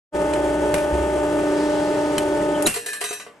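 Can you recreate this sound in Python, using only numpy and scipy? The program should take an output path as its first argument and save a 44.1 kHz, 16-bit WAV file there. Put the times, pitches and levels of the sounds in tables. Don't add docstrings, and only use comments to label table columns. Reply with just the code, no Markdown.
import sys
import numpy as np
from scipy import signal
from scipy.fft import rfft, irfft
from scipy.io import wavfile

SR = 44100
rng = np.random.default_rng(int(sys.argv[2]) if len(sys.argv) > 2 else 0)


def generate_wav(sig):
    pcm = np.round(np.clip(np.atleast_2d(sig).T, -1, 1) * 32767).astype(np.int16)
    wavfile.write(sys.argv[1], SR, pcm)


N = 149940
T = np.arange(N) / SR
SIDES = np.array([[1], [-1]])
BREAK_S = 2.662
RATTLE_DEPTH, RATTLE_HZ = 0.31, 40


def from_db(db):
    return 10 ** (np.asarray(db) / 20)


def unit_rms(x):
    return x / np.sqrt(np.mean(x ** 2) + 1e-20)


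def level(points):
    return from_db(np.interp(T, *np.transpose(points)))


def at_hz(points, hz):
    freqs, values = np.transpose(points)
    return np.interp(np.log(hz + 1e-9), np.log(freqs), values)


def decay(t60_s, size=SR):
    return np.exp(-np.log(1000) * T[:size] / t60_s)


def add(out, start_s, sound):
    i = int(start_s * SR)
    out[:, i:i + sound.shape[-1]] += sound[..., :N - i]


def drift(corner_hz):
    hop = 40
    pole = np.exp(-2 * np.pi * hop * corner_hz / SR)
    white = rng.standard_normal(N // hop + 2002)
    slow = signal.lfilter([1], [1, -2 * pole, pole * pole], white)[2000:]
    return np.interp(np.arange(N) / hop, np.arange(len(slow)), unit_rms(slow))


def grit(depth_db=1, corner_hz=76):
    return unit_rms(from_db(-depth_db * drift(corner_hz)[:SR]))


# f/Hz, coherence/0-1
COHERENCE = [(100, 0.95), (450, 0.83), (1200, 0.73), (3300, 0.37), (5500, 0.56), (9000, 0.96)]


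def noise(spectrum, tilt_db=0, size=N):
    hz = np.arange(size // 2 + 1) * SR / size
    coherence = np.clip(at_hz(COHERENCE, hz), 0, 1)
    mid, side = rfft(rng.standard_normal((2, size)))
    stereo = np.sqrt(1 + coherence) * mid + np.sqrt(1 - coherence) * side * SIDES
    gain = from_db(at_hz(spectrum, hz) + tilt_db * np.log2(np.maximum(hz, 500)))
    return unit_rms(irfft(gain * stereo, size))


def struck(modes, hits, rattle=0, attack_s=0.0095, scatter_db=2, pan_db=0.5, skew_rad=0.45):
    out = np.zeros((2, N))
    hit_s, hit_db = np.transpose(hits)
    for hz, mode_db, t60_s in modes:
        blows = np.zeros(N, complex) + 1e-18
        strength = from_db(hit_db + mode_db + scatter_db * rng.standard_normal(len(hits)))
        blows[(hit_s * SR).astype(int)] = strength * np.exp(2j * np.pi * rng.random(len(hits)))
        fall, rise = np.exp((2j * np.pi * hz - np.log(1000) / np.array([t60_s, attack_s])) / SR)
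        ring = signal.lfilter([0, fall - rise], [1, -fall - rise, fall * rise], blows)
        if rattle:
            ring *= 1 + rattle * (drift(RATTLE_HZ) + 1j * drift(RATTLE_HZ))
        pan = from_db(SIDES * pan_db * rng.normal())
        skew = np.exp(1j * SIDES * skew_rad * rng.normal())
        out += (ring * pan * skew).imag
    return out


# f/Hz, density/dB
AIR_SPECTRUM = [(40, -11), (200, 7), (2800, -4.5), (4000, -17), (9000, -17), (13000, -31)]


def workshop_air():
    return from_db(-54) * noise(AIR_SPECTRUM) * (T > BREAK_S)


# f/Hz, level/dB
DRIVE_TONES = [(65.5, -43), (179, -45.5), (298.1, -28.5), (330, -37.5), (362, -36.5), (389.6, -33.5),
               (417.2, -37.5), (565.2, -36), (596.3, -25), (627.5, -39), (835, -40.5), (894.5, -34),
               (1192.6, -49.5), (1252.3, -44), (1490.8, -42), (1789, -45), (2087, -55), (2683, -53.5),
               (2981, -57.5), (3279, -54)]
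# t/s, level/dB
DRONE_GAIN = [(1.4, 2.5), (1.65, -5.5)]
MESH_GAIN = [(.7, -1.5), (1.14, -4.5), (1.22, 1), (1.64, 5), (1.9, 1.5)]
FOURTH_HARMONIC_GAIN = [(.65, 0), (1.35, 3), (2.0, -1), (2.5, -5)]
# f/Hz, density/dB
ROLLING_SPECTRUM = [(25, -39), (60, -14), (150, -5.5), (250, -8.5), (390, 2), (500, -7), (600, -2.5),
                    (740, -9), (880, -3.5), (1020, -14), (1800, -18), (3000, -22), (4000, -30),
                    (6000, -28.5), (9500, -25.5), (11000, -28), (12200, -45), (13200, -75)]
DRONE_HZ, MESH_HZ, FOURTH_HARMONIC_HZ = 65.5, 298.1, 1192.6


def drive(speed_wander=0.00098, flutter_rad=0.41, waver_db=2, tooth_depth=0.21):
    shaft_time = np.cumsum(1 + speed_wander * drift(3.14)) / SR
    tone_gains = {DRONE_HZ: DRONE_GAIN, MESH_HZ: MESH_GAIN, FOURTH_HARMONIC_HZ: FOURTH_HARMONIC_GAIN}
    tones = np.zeros((2, N))
    for hz, db in DRIVE_TONES:
        is_harmonic = abs(hz / MESH_HZ - round(hz / MESH_HZ)) < 0.04
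        unsteady = 0.56 if is_harmonic else 1
        phase = 2 * np.pi * (hz * shaft_time + rng.random()) + unsteady * flutter_rad * drift(24)
        gain = np.sqrt(2) * from_db(db - 0.5 + unsteady * waver_db * drift(3.9))
        if hz in tone_gains:
            gain *= level(tone_gains[hz])
        lean = min(hz / 1100, 1)
        pan = from_db((2.5 * lean ** 2 - 0.5) * SIDES)
        tones += gain * np.sin(phase + 0.58 * lean * SIDES) * pan
    teeth = 1 + tooth_depth * np.sin(2 * np.pi * MESH_HZ * shaft_time)
    return tones + from_db(-29.5 + drift(37)) * teeth * noise(ROLLING_SPECTRUM)


# t/s, level/dB
RUB_GAIN = [(1.2, -59), (1.6, -40.5), (2.0, -42.5), (2.65, -51)]
# f/Hz, density/dB
RUB_SPECTRUM = [(1500, 1.5), (3000, -1), (4800, 0.5), (10000, -13), (13000, -44)]


def blade_rub():
    return level(RUB_GAIN) * noise(RUB_SPECTRUM)


# t/s, level/dB
MACHINE_GAIN = [(.105, -97), (.128, -18), (.15, 1.17), (2.665, 0.5), (2.69, -30), (3.0, -36)]


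def machine():
    return level(MACHINE_GAIN) * (drive() + blade_rub())


# t/s, level/dB
FRAME_THUDS = [(0.733, -22), (0.925, -18), (1.001, -24)]
# f/Hz, density/dB
JOLT_SPECTRUM = [(25, -8), (100, 1), (190, 6), (450, -1), (1200, -7.5), (4000, -49)]


def frame(boom_hz=66.5, boom_t60_s=0.3, jolt_t60_s=0.13):
    out = np.zeros((2, N))
    boom = np.sin(2 * np.pi * boom_hz * T[:SR]) * decay(boom_t60_s) * (1 - decay(0.024))
    for start_s, db in FRAME_THUDS:
        add(out, start_s, from_db(db) * boom)
    jolt = noise(JOLT_SPECTRUM, size=SR) * decay(jolt_t60_s) * (1 - decay(0.026))
    add(out, BREAK_S, from_db(-17) * jolt)
    return out


# f/Hz, level/dB, t60/s
BLADE_MODES = [(1420, -9, 0.38), (2740, -3.5, 0.56), (8030, -8, 0.28), (8385, 0, 0.35), (9100, -1, 0.36)]


def blade_ring():
    return struck(BLADE_MODES, [(BREAK_S, -27.5)], RATTLE_DEPTH)


# centre t/s, half length/s, f/Hz, level/dB
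SLIPS = [(0.787, 0.012, 2420, -36.5), (2.556, 0.013, 3050, -37), (2.66, 0.006, 6850, -28.5),
         (2.6635, 0.0029, 3800, -17.5)]


def squeals(jitter=0.04, jitter_hz=600):
    out = np.zeros((2, N))
    for centre_s, half_s, hz, db in SLIPS:
        phase = 2 * np.pi * np.cumsum(hz * (1 + jitter * drift(jitter_hz))) / SR
        envelope = from_db(db) * np.exp(-np.minimum(((T - centre_s) / half_s) ** 2, 20))
        out += envelope * np.sqrt(2) * np.sin(phase + [[0.5], [0]])
    return out


# t/s, burst/dB, tilt/(dB/octave), strip ring/dB, tail/dB
STEEL_CRACKS = [(0.3353, -20.5, -4, -27, -53), (0.7411, -16, -3, -50, -29.5), (0.781, -33, -2, -55, -35),
                (2.1806, -14.5, -2, -19.5, -33), (2.6234, -17.5, 4.5, -44, -34),
                (2.6649, -12.5, 2, -28, -28), (2.6704, -12, 1.5, -21.5, -26), (2.673, -28, -0.5, -18, -25)]
# f/Hz, density/dB
CRACK_SPECTRUM = [(200, 1), (900, -4.5), (2500, 3), (4000, -5.5), (5800, -4), (8300, -0.5), (10300, 8),
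                  (12200, -7), (14000, -52)]
# f/Hz, level/dB, t60/s
STRIP_MODES = [(3024, -1, 0.044), (4100, 1.5, 0.03), (8010, -3, 0.047), (8380, 0, 0.05)]


def cracks(burst_t60_s=0.026, tail_t60_s=0.4, attack_s=0.0012):
    out = struck(STRIP_MODES, [(start_s, ring_db) for start_s, _, _, ring_db, _ in STEEL_CRACKS])
    for start_s, burst_db, tilt_db, _, tail_db in STEEL_CRACKS:
        burst = from_db(burst_db) * decay(burst_t60_s)
        tail = from_db(tail_db) * decay(tail_t60_s) * grit()
        envelope = (burst + tail) * (1 - decay(attack_s))
        add(out, start_s, noise(CRACK_SPECTRUM, tilt_db, size=SR) * envelope)
    return out


def sheet_modes(count=330):
    peaks = np.zeros(SR // 2 + 1)
    peaks[rng.integers(300, 13000, count)] = rng.exponential(1, count)
    return np.sqrt(signal.lfilter([1], [1, -0.9], peaks) + 0.015)


# t/s, clash/dB, tilt/(dB/octave), tray/dB, face ring/dB, edge ring/dB
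OFFCUT_LANDINGS = [(2.74, -25.5, 1, -36, -45, -62), (2.758, -28.5, 1, -42, -43.5, -58),
                   (2.7615, -32, 1.5, -26, -48, -60), (2.8608, -27.5, 2.5, -34, -35, -44),
                   (2.885, -31, 1.5, -35.5, -35, -58), (2.9308, -27, 1, -40, -41, -52),
                   (3.007, -30.5, 2, -45, -50, -60), (3.0121, -26, -1.5, -24.5, -59, -61),
                   (3.0399, -25, 0, -27.5, -47, -36), (3.088, -35, 1, -54, -57, -38),
                   (3.108, -33.5, -3, -29, -50, -43), (3.128, -30, 1.5, -36, -55, -50),
                   (3.198, -36, -3, -44, -56, -49), (3.264, -41.5, -8, -36, -59, -64)]
# f/Hz, density/dB
CLASH_SPECTRUM = [(250, -24), (800, -4), (1400, 0), (2700, 1.5), (3500, -4.5), (4200, -3.5), (6200, -11.5),
                  (8000, -2), (10000, 3.5), (11300, -4), (12300, -11.5), (13500, -39)]
# f/Hz, level/dB, t60/s
TRAY_MODES = [(417.8, -1, 0.16), (466.7, -5.5, 0.29), (703.5, -5, 0.15), (980, -8.5, 0.083),
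              (1350, -8.5, 0.092), (2060, -8.5, 0.09)]
OFFCUT_FACE_MODES = [(1635, -5, 0.9), (1753, 3.5, 0.51), (2490, -9, 0.98), (3830, -7.5, 0.55),
                     (4155, -6.5, 0.54), (5740, -8, 0.67), (8440, -5, 0.73), (11300, -3.5, 0.36)]
OFFCUT_EDGE_MODES = [(2584, -4, .7), (3848, 0, .45), (3886, 0, .35), (5632, -6, .7), (6036, 1, .35),
                     (6606, -4, .55), (7048, -5, .55), (7612, -5, .5), (10637, -5, .5)]


def clatter(clash_t60_s=0.26, contact_t60_s=0.056, attack_s=0.0027, fade_start_s=3.23, fade_t60_s=0.26):
    impacts = np.zeros((2, N))
    sheet = sheet_modes()
    for start_s, db, tilt_db, *_ in OFFCUT_LANDINGS:
        hiss = noise(CLASH_SPECTRUM, tilt_db, size=SR)
        clash = unit_rms(irfft(rfft(hiss) * sheet, SR)) * decay(clash_t60_s)
        contact = from_db(-1.5) * hiss[:, ::-1] * decay(contact_t60_s) * grit()
        add(impacts, start_s, from_db(db) * (clash + contact) * (1 - decay(attack_s)))
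    hit_s, _, _, tray_db, face_db, edge_db = np.transpose(OFFCUT_LANDINGS)
    tray = struck(TRAY_MODES, np.c_[hit_s, tray_db])
    ring = struck(OFFCUT_FACE_MODES, np.c_[hit_s, face_db], RATTLE_DEPTH)
    ring += struck(OFFCUT_EDGE_MODES, np.c_[hit_s, edge_db], RATTLE_DEPTH)
    fade = np.exp(-np.log(1000) * np.maximum(T - fade_start_s, 0) / fade_t60_s)
    return impacts + tray + ring * fade


def scene():
    background = machine() + workshop_air() + frame()
    cut = blade_ring() + cracks() + squeals()
    return background + cut + clatter()


def record(dry, port_hz=10250, port_width_hz=1900, cutoff_hz=16300):
    radius = np.exp(-np.pi * port_width_hz / SR)
    poles = [1, -2 * radius * np.cos(2 * np.pi * port_hz / SR), radius * radius]
    left = signal.lfilter(poles[::-1], poles, dry[0])
    lowpass = signal.cheby2(12, 70, cutoff_hz, fs=SR, output="sos")
    return signal.sosfilt(lowpass, np.array([left, dry[1]]))


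dry = scene()
out = record(dry)
generate_wav(out)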